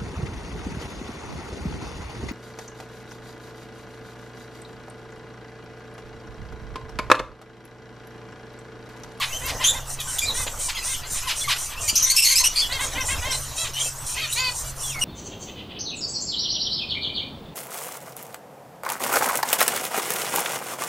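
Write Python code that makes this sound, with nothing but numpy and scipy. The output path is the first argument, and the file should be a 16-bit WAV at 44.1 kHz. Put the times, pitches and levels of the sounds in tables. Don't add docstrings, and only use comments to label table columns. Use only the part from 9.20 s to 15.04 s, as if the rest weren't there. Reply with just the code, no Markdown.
import sys
import numpy as np
from scipy import signal
from scipy.fft import rfft, irfft, next_fast_len
from scipy.io import wavfile
from scipy.ndimage import uniform_filter1d

SR = 44100
rng = np.random.default_rng(int(sys.argv[2]) if len(sys.argv) > 2 else 0)


def amp(db):
    return 10 ** (np.asarray(db, float) / 20)


def write(x):
    x = np.atleast_2d(x).T
    wavfile.write(sys.argv[1], SR, np.round(np.clip(x, -1, 1) * 32767).astype(np.int16))


N = 257544


def evened(x):
    return x / np.sqrt(np.mean(x ** 2) + 1e-20)


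def read(points, hz):
    f, value = np.transpose(points)
    return np.interp(np.log(hz + 1), np.log(f + 1), value)


def colour(x, points):
    size = next_fast_len(len(x))
    gain = amp(read(points, np.fft.rfftfreq(size, 1 / SR)))
    return irfft(rfft(x, size) * gain, size)[:len(x)]


def wobble(n, hz):
    span = max(int(SR / hz / 2), 1)
    smooth = uniform_filter1d(uniform_filter1d(rng.standard_normal(9000), span), span)
    return evened(smooth)[np.arange(n) % 9000]


def swell(length, rise, fall):
    n = max(int(length * SR), 50)
    u = np.arange(n) / n
    return np.sin(np.pi / 2 * np.clip(np.minimum(u / rise, (1 - u) / fall), 0, 1)) ** 2, u


def perform(rows, voice, *settings):
    track = np.zeros(N)
    for start, *row in rows:
        sound = voice(*row, *settings)
        part = track[max(round(start * SR), 0):][:len(sound)]
        part += sound[:len(part)]
    return track


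def patchy(points, patch_db, grain_db):
    frames = N // 128 + 5
    a, b, patches = rng.standard_normal((frames, 257, 3)).T
    patches = evened(uniform_filter1d(uniform_filter1d(patches, 5, 0), 16, 1))
    flicker = evened(uniform_filter1d(rng.standard_normal(frames), 4))
    z = (a + 1j * b) * amp(patch_db * patches + grain_db * flicker)
    noise = signal.istft(z, nperseg=512, noverlap=384)[1][:N]
    return evened(colour(noise, points))


def loudness(x):
    span = int(0.046 * SR)
    return np.sqrt(abs(uniform_filter1d(x ** 2, span, origin=span // 4)))


# frequency in Hz, density in dB per Hz.
AIR_SPECTRUM = [(5, 13), (10, -3), (80, -19), (125, -4.5), (185, -20.5), (770, -15.5), (1050, -11.5),
                (1500, -15), (2300, -32.5), (6000, -30.5), (15500, -75)]


def room_tone():
    return amp(-40) * patchy(AIR_SPECTRUM, 3.4, 0.98)


def fan_line(hz, width_hz):
    shape = ((-2, -50), (-.5, -6), (0, 0), (.5, -6), (2, -50))  # (widths from the centre, dB)
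    return evened(colour(rng.standard_normal(N), [(hz + step * width_hz, db) for step, db in shape]))


# frequency in Hz, width in Hz, level in dB.
FAN_LINES = [(49.5, 14, -50), (23.53, 1.67, -41)]


def fan():
    t = np.arange(N) / SR
    sway_db = 3.5 * np.sin(2 * np.pi * t / 6.7 + 2.68)
    hum = amp(-48.5 + sway_db) * fan_line(135, 4.2)
    return hum + sum(amp(db) * fan_line(hz, width_hz) for hz, width_hz, db in FAN_LINES)


# frequency in Hz, density in dB per Hz.
STRAW_SPECTRUM = [(88, 1.5), (150, -15), (275, -5), (343, -15), (505, -3.5), (1050, -7), (1500, -14.5),
                  (1950, -9.5), (3300, -120)]
# middle in seconds, spread in seconds, straw level in dB,
# box boom level in dB.
SCUFFLES = [
    (.42, 0.19, -37.5, -48),
    (1.15, 0.16, -42, -61),
    (2.65, 0.094, -55, -42.5),
    (3.6, 0.11, -38.5, -67),
    (3.95, 0.3, -39, -40.5),
    (5.25, 0.13, -70, -57),
]


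def nest_box():
    t = np.arange(N) / SR
    straw, boom = amp(-47.5), amp(-48.5)
    for middle, spread, straw_db, boom_db in SCUFFLES:
        move = np.exp(-((t - middle) / spread) ** 2)
        straw = straw + move * amp(straw_db)
        boom = boom + move * amp(boom_db)
    hollow = [(30, -24), (50, -1.0), (82, 12.5), (115, 2.0), (150, -25.5)]
    box = evened(colour(rng.standard_normal(N), hollow))
    return boom * box + straw * patchy(STRAW_SPECTRUM, 3.6, 2.6)


# frequency in Hz, density in dB per Hz.
FLOCK_SPECTRUM = [(820, -41), (1400, -20), (1890, 0.5), (3050, 5), (3760, 2.5), (5200, -2.5), (6760, 1),
                  (11400, -120)]
# time in seconds, level in dB.
UNREST = [(0, -43), (.2, -42), (.63, -42), (.77, -48), (1.1, -37.5), (1.3, -48.5), (1.57, -32.5),
          (1.9, -41), (2.13, -36.5), (2.55, -42), (3.35, -35.5), (4.54, -38.5), (4.6, -31), (4.75, -50),
          (5.0, -30), (5.55, -49.5), (5.84, -44)]


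def far_flock(scolds):
    t = np.arange(N) / SR
    level = amp(np.interp(t, *np.transpose(UNREST))) + amp(-13.5) * loudness(scolds)
    return amp(-3.0) * level * patchy(FLOCK_SPECTRUM, 5.74, 1.1)


# frequency in Hz, density in dB per Hz.
FAR_CHICK_SPECTRUM = [(4000, -21), (5500, 3), (7500, 3.5), (10000, -2), (13500, -5), (15000, -26),
                      (15700, -32)]
PAUSES = [.64, .775, 1.555, 1.84, 2.56, 4.535, 5.54, 5.78]


def far_chicks(rasps, scolds):
    t = np.arange(N) / SR
    level = amp(-41) + amp(-18.5) * loudness(rasps) + amp(-18) * loudness(scolds)
    pauses = sum(np.exp(-((t - s) / 0.019) ** 2) for s in PAUSES)
    return amp(2.5) * level * amp(-20 * pauses) * patchy(FAR_CHICK_SPECTRUM, 5.0, 0.38)


def background(rasps, scolds):
    return room_tone() + fan() + nest_box() + far_flock(scolds) + far_chicks(rasps, scolds)


def chirp(length, first_hz, last_hz, db, favoured, rough, spread_db, floor_db, breath_db, rise=0.11):
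    shape, u = swell(length, rise, 0.2)
    if last_hz > first_hz:
        glide = np.sin(np.minimum(u / 0.6, 1) * np.pi / 2)
    else:
        glide = u ** 1.555
    hz = first_hz + (last_hz - first_hz) * glide
    hz = hz * (1 - 0.074 * rough * np.exp(-u / 0.043))
    turns = np.cumsum(hz + rough * 75 * wobble(len(u), 200)) / SR
    k = np.arange(1, 7)[:, None]
    gain = amp(-np.minimum(spread_db * (k - favoured) ** 2, floor_db)) * (k * last_hz < 14300)
    chop = np.array([1 - .45 * rough + rough * wobble(len(u), 240 + .04 * n * first_hz) for n in k[:, 0]])
    tone = evened((gain * chop * np.cos(2 * np.pi * k * turns)).sum(0))
    breath_spectrum = [(1500, -35), (2500, 14.5), (12500, 21.0), (14500, -33)]
    breath = colour(rng.standard_normal(9000), breath_spectrum)[:len(u)]
    return amp(db) * shape * (tone + amp(breath_db) * breath)


# start in seconds, length in seconds, first pitch in Hz,
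# last pitch in Hz, level in dB.
DISTANT = [
    (1.55, 0.02, 3260, 3300, -33),
    (.7, 0.026, 4140, 4160, -49),
    (2.208, 0.028, 3400, 3420, -31),
    (3.415, 0.038, 3480, 3260, -24.5),
    (4.6, 0.057, 3060, 3090, -37),
    (5.63, 0.09, 3480, 3030, -39),
    (5.7, 0.041, 2880, 2290, -39.5),
]


def distant_whistles():
    return perform(DISTANT, chirp, 0.2, 0.0, 9., 32, -30)


# start in seconds, length in seconds, first pitch in Hz,
# last pitch in Hz, level in dB.
SHRIEKS = [
    (1.735, 0.028, 3300, 2920, -33.5),
    (2.753, 0.038, 5900, 6200, -15),
    (2.823, 0.035, 6190, 6000, -13.5),
    (3.355, 0.062, 4470, 4615, -21.5),
    (3.52, 0.016, 3960, 4440, -25),
    (3.805, 0.024, 5800, 5850, -29.5),
    (4.105, 0.033, 5600, 5300, -29.5),
]
# start in seconds, length in seconds, first pitch in Hz,
# last pitch in Hz, level in dB.
SQUEAKS = [
    (.257, .012, 12500, 12300, -30),
    (1.021, .04, 6950, 7300, -29),
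]


def shrieks():
    return sum(perform(rows, chirp, 0.2, 1.7, 4.5, 38, -34) for rows in (SHRIEKS, SQUEAKS))


def scold(length, first_hz, last_hz, db, *style):
    return chirp(length, first_hz, last_hz, db, (4170 / first_hz) ** 1.48, *style)


# start in seconds, length in seconds, first pitch in Hz, last pitch in Hz,
# level in dB.
SCOLDS = [
    (.8, 0.021, 3505, 3040, -30.5),
    (.984, 0.013, 3480, 3460, -21.5),
    (2.767, 0.018, 3010, 2850, -37),
    (2.755, 0.017, 5100, 5280, -22.5),
    (2.96, 0.054, 2527, 2703, -11),
    (3.02, 0.03, 2565, 2727, -14),
    (3.043, 0.044, 2186, 2103, -13),
    (3.082, 0.062, 2222, 2050, -16),
    (5.125, 0.015, 3760, 4000, -26),
]


def scolds_from_afar():
    return perform(SCOLDS, scold, 0.62, 4.4, 9., -22)


# start in seconds, peak in dB, ring in Hz.
TICKS = [
    (0.259, -29.5, 487),
    (1.266, -25, 540),
    (1.919, -28, 151),
    (2.729, -25.5, 238),
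    (3.529, -37, 151),
    (3.849, -29, 875),
    (3.929, -22.5, 159),
    (4.049, -43, 794),
]


def tick(db, hz):
    t = np.arange(2500) / SR
    ring = np.sin(2 * np.pi * hz * t) * amp(-60 * t / 0.022)
    scratch = 0.22 * rng.standard_normal(2500) * amp(-60 * t / 0.0069)
    return amp(db) * (ring + scratch)


# start in seconds, length in seconds, first pitch in Hz, last pitch in Hz,
# level in dB.
WHISTLES = [
    (1.05, 0.051, 3600, 4080, -31.5),
    (1.082, 0.035, 4056, 3650, -24.5),
    (1.57, 0.03, 5130, 4800, -35.5),
    (2.56, 0.075, 2460, 2796, -38),
    (3.2, 0.023, 1090, 920, -35),
    (4.563, .034, 3020, 3066, -28),
    (4.655, 0.033, 2640, 2640, -37),
    (5.742, 0.061, 2260, 2070, -34),
    (5.808, 0.063, 8700, 7900, -27),
]
# start in seconds, length in seconds,
# first pitch in Hz, last pitch in Hz, level in dB.
REEDY = [
    (1.016, 0.039, 2380, 2400, -27.5),
    (.125, 0.057, 2900, 3100, -30.5),
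    (.55, 0.041, 3730, 3300, -40),
    (1.565, 0.035, 2120, 1950, -33),
    (.87, 0.054, 1530, 1500, -36.5),
    (2.238, 0.028, 2200, 2020, -33.5),
    (4.6, 0.0254, 2900, 3250, -24.5),
    (4.12, 0.043, 4100, 3990, -30),
    (5.81, 0.074, 2930, 2400, -22.5),
]


def whistles():
    clear = (0.26, 7.0, 25, -31)
    return perform(WHISTLES, chirp, 0.2, *clear) + perform(REEDY, chirp, 1.29, *clear)


# start in seconds, length in seconds, first pitch in Hz, last pitch in Hz,
# level in dB.
YELPS = [
    (1.548, .026, 3230, 3250, -36),
    (2.677, 0.034, 2240, 2370, -21),
    (2.684, 0.022, 3010, 2840, -22),
    (2.897, 0.0294, 2016, 2227, -15.5),
    (3.154, 0.037, 2260, 2640, -14),
    (3.18, 0.042, 2066, 2074, -17),
    (3.238, 0.045, 2580, 2910, -16),
    (4.533, 0.036, 2920, 2994, -33.5),
    (5.79, 0.032, 2090, 2970, -37),
]


def yelps():
    return perform(YELPS, scold, .55, 3.5, 12, -25, 0.096)


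# start in seconds, length in seconds, first pitch in Hz,
# last pitch in Hz, level in dB.
CRIES = [
    (.436, 0.047, 3150, 3210, -17),
    (.463, 0.056, 3520, 3560, -18.5),
]


def broken_cry():
    return perform(CRIES, chirp, 1.5, 0.8, 4.0, 20, -32, 0.14)


# start in seconds, length in seconds, pitch in Hz, level in dB, treble in dB.
SQUAWKS = [(0., 0.058, 1145, -22.5, -19), (.265, 0.058, 1061, -28, -5), (.4, 0.078, 1061, -27, -15),
           (1.262, 0.027, 905, -29.5, -22), (1.483, 0.032, 1020, -26.5, -7), (1.94, 0.072, 1287, -36, -23),
           (2.065, 0.075, 1068, -24, -8), (2.276, 0.071, 1170, -20, -10.5), (2.36, 0.018, 1523, -30.5, -6),
           (2.49, 0.073, 1192, -38, -24), (3.23, 0.047, 1021, -24.5, 2), (4.44, 0.051, 1230, -33, -19)]


def squawk(length, hz, db, treble_db):
    throat_hz = 2640
    shape, u = swell(length, 0.018, 0.34)
    ragged = np.clip((u - .08) / 0.34, 0, 1)
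    drop = 1 - .7 * np.sin(np.pi / 2 * u ** 1.1) ** 2
    turns = np.cumsum(hz * drop * (1 + .05 * ragged * wobble(len(u), 500))) / SR
    pulses = evened(sum(np.cos(2 * np.pi * k * turns) for k in range(1, 12)))
    puffs = evened(np.exp(-(turns % 1) / 1.5) * rng.standard_normal(9000)[:len(u)])
    throat = [(500, -30), (1000, -9), (0.56 * throat_hz, -7), (throat_hz, 0), (1.49 * throat_hz, -2),
              (6500, treble_db), (12500, treble_db - 1.5), (15500, treble_db - 18)]
    rattle = evened(colour(pulses + .8 * puffs, throat))
    tone = 0.54 * (1 - ragged) * np.cos(2 * np.pi * turns)
    return -amp(db) * shape * (tone + ragged ** 0.36 * rattle)


# frequency in Hz, gain in dB.
NASAL_THROAT = [(500, -12.5), (1050, 2), (1600, -4), (2200, -1), (4500, 2.5), (5500, -4.5), (8000, 8)]


def nasal(length, hz, db, second, first, glide, flutter):
    shape, u = swell(length, .2, .15)
    turns = np.cumsum(hz * np.interp(u, *glide) * (1 + .004 * wobble(len(u), 60))) / SR
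    k = np.arange(1, 15)[:, None]
    lift = 1 + 2.03 * np.exp(-((k - first) / 0.88) ** 2) + 1.9 * np.exp(-((k - second) / 0.45) ** 2)
    lift = lift * amp(-7. * np.clip(k - second - 1, 0, 3))
    waver = np.array([1 + flutter * wobble(len(u), 126) for _ in k])
    overtones = np.cos(2 * np.pi * k * turns + 0.378 * k ** 2)
    stack = (lift * waver * amp(read(NASAL_THROAT, k * hz)) * overtones).sum(0)
    return amp(db) * shape * evened(stack)


# start in seconds, length in seconds, top pitch in Hz,
# level in dB, upper favoured overtone as a number.
RISING = [(.07, 0.082, 538, -40, 5.1), (.2, 0.12, 543, -36.5, 5.4), (.39, 0.066, 523.5, -34.5, 6.2),
          (.525, 0.07, 526, -36.5, 6.6), (1.135, 0.11, 519, -35.5, 6.7), (1.65, 0.1, 536, -36, 7.2),
          (1.83, 0.048, 526, -42.5, 8.4), (2.01, 0.075, 522, -40, 5), (2.8, 0.18, 533, -36.5, 8.1),
          (3.08, 0.0773, 540, -29.5, 5.7), (3.49, 0.097, 544, -31.5, 6.3), (3.585, 0.0734, 548, -28.5, 6.5),
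          (3.745, 0.089, 528.5, -29, 5.5), (3.875, 0.085, 543.4, -29.5, 5.5), (4.01, 0.13, 536.4, -31, 6.4),
          (4.115, 0.056, 524, -33.5, 8.3), (4.96, 0.052, 541.5, -31.5, 6)]
# start in seconds, length in seconds, top pitch in Hz,
# level in dB, upper favoured overtone as a number.
SAGGING = [
    (.785, 0.036, 650, -34.5, 6),
    (1.41, 0.093, 608, -45, 8.1),
    (2.62, 0.11, 618, -41.5, 3.5),
    (4.56, 0.07, 612, -38, 6),
    (5.012, 0.054, 646, -28, 6.5),
]
# start in seconds, length in seconds, top pitch in Hz,
# level in dB, upper favoured overtone as a number.
ARCHING = [
    (4.365, 0.101, 662, -30.5, 6),
    (5.43, 0.081, 589, -46, 8.3),
]
# start in seconds, length in seconds, top pitch in Hz, level in dB,
# upper favoured overtone as a number.
LONG_CALL = [
    (5.15, .16, 511.5, -24, 8.9),
]


def finches():
    rise = ([0, .25, 0.443, 0.768, 0.95], [.89, .92, 1, 0.99, 0.94])
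    sag = ([0, .3, 0.95], [.99, 1, .92])
    arch = ([0, .3, 0.745, 0.98], [.92, 1, 0.99, 0.9])
    drawn_out = ([0, .15, 0.298, .8, 0.98], [.86, .93, 1.01, 0.99, 0.93])
    return (perform(RISING, nasal, 3.85, rise, .5) + perform(SAGGING, nasal, 4.2, sag, .15)
            + perform(ARCHING, nasal, 4.66, arch, .45) + perform(LONG_CALL, nasal, 4.92, drawn_out, .12))


# frequency in Hz, density in dB per Hz.
CHICK_THROAT = [(2350, -46), (4000, 5.5), (4180, -4), (5020, -14), (5850, -5.5), (6390, -3), (7190, -3.5),
                (7980, -11), (8630, 6.5), (9860, -3), (10500, -18), (12300, -43), (13000, -16.5)]
# frequency in Hz, width in Hz, lift in dB.
THROAT_RINGS = [(5820, 200, 8), (7510, 440, 11), (8300, 170, 6.5), (10150, 180, 9)]


def rasp(length, db):
    bright_db = -1.5
    shape, u = swell(1.12 * length, .2, .14)
    shape = shape * (0.95 + 0.21 * np.sin(np.pi * u ** 0.85))
    turns = np.cumsum(420 * (1 + 0.13 * wobble(len(u), 300))) / SR
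    puffs = 1.8 + np.exp(-(turns % 1) / 0.42)
    hiss = puffs * rng.standard_normal(9000)[np.arange(len(u)) % 9000]
    hiss = colour(hiss, CHICK_THROAT)
    hiss = colour(hiss, [(3500, -20.0), (5000, -bright_db), (9000, bright_db)])
    rings = []
    for hz, width_hz, lift_db in THROAT_RINGS:
        centre = hz * (1 + .02 * rng.standard_normal())
        peak_db = lift_db * rng.uniform(.1, 1.5)
        rings += [(centre - width_hz, 0), (centre, peak_db), (centre + width_hz, 0)]
    return amp(db) * shape * amp(0.28 * wobble(len(u), 28)) * evened(colour(hiss, rings))


# start in seconds, length in seconds, level in dB.
BEGS = [(.53, 0.02, -39), (.68, 0.069, -35.5), (.865, 0.11, -33), (1.13, .11, -30), (1.38, 0.1, -30),
        (1.62, 0.13, -29.5), (1.89, .1, -30), (2.15, 0.092, -30.5), (2.37, 0.1, -32.5), (2.6, 0.093, -31.5),
        (2.85, 0.082, -28.5), (3.1, 0.076, -34), (3.355, 0.064, -37), (3.595, 0.074, -31.5),
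        (3.845, 0.089, -29.5), (4.1, 0.085, -33), (4.2, 0.056, -39), (4.35, 0.1, -31.5), (4.58, 0.11, -29),
        (4.85, 0.099, -31), (5.09, 0.097, -32.5), (5.22, 0.19, -44), (5.34, 0.084, -33.5),
        (5.45, 0.049, -39.5), (5.59, 0.12, -33)]


def begging_chicks():
    return perform(BEGS, rasp)


def echo(t60_points, size, gap):
    taps = np.zeros(size)
    at = np.arange(gap, size - 22, 22)
    taps[at + rng.integers(0, 22, len(at))] = rng.choice([-1., 1.], len(at))
    hz, t, z = signal.stft(taps, SR, nperseg=256)
    decay = amp(-60 * t / read(t60_points, hz)[:, None])
    tail = signal.istft(z * decay, SR, nperseg=256)[1]
    return tail / np.linalg.norm(tail)


# frequency in Hz, 60 dB decay time in seconds.
ROOM_DECAY = [(300, 0.4), (2000, 0.14), (6000, 0.22), (12000, 0.041)]


def aviary(near, far):
    walls = echo(ROOM_DECAY, size=16000, gap=150)
    return near + far + signal.fftconvolve(amp(-9) * near + amp(-6.5) * far, walls)[:N]


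# frequency in Hz, side minus mid in dB.
PORT_WIDTH = [(30, -32), (70, -17), (290, -25.5), (1400, -18), (3100, -17.5), (5000, -14.5), (6800, -12),
              (9000, -8.5), (10500, -10.5), (12000, -18), (15000, -36)]


def microphones(mid):
    scatter = echo([(300, 0.05), (9000, 0.05)], size=9000, gap=5)
    side = colour(signal.fftconvolve(mid, scatter)[:N], PORT_WIDTH)
    side = side - colour(mid, [(30, -26), (60, -15), (150, -16), (300, -30), (600, -50)])
    return np.array([mid + side, mid - side])


def scene():
    far = distant_whistles() + shrieks() + scolds_from_afar()
    near = perform(TICKS, tick) + whistles() + yelps() + broken_cry() + perform(SQUAWKS, squawk) + finches()
    rasps = begging_chicks()
    return microphones(aviary(rasps + near, far) + background(rasps, far))


# frequency in Hz, gain in dB.
BAND_LIMIT = [(15500, 0), (15800, -45)]


def recorder_input(dry):
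    power_db = 10 * np.log10(abs(uniform_filter1d((dry ** 2).mean(0), 600)) + 1e-12)
    fall = np.arange(N) * 49.0 / SR
    held_db = np.maximum.accumulate(power_db + fall) - fall
    over_db = np.maximum(held_db + 15.5, 0)
    ducked = dry / amp(0.81 * uniform_filter1d(over_db, 300))
    rounded = .8 * np.tanh(ducked / .8)
    return np.array([colour(x, BAND_LIMIT) for x in rounded])


def band_limit(x):
    return signal.sosfilt(signal.butter(12, 15760, fs=SR, output="sos"), x)


def record(dry):
    finished = recorder_input(dry)
    return band_limit(finished)


dry = scene()
out = record(dry)
write(out)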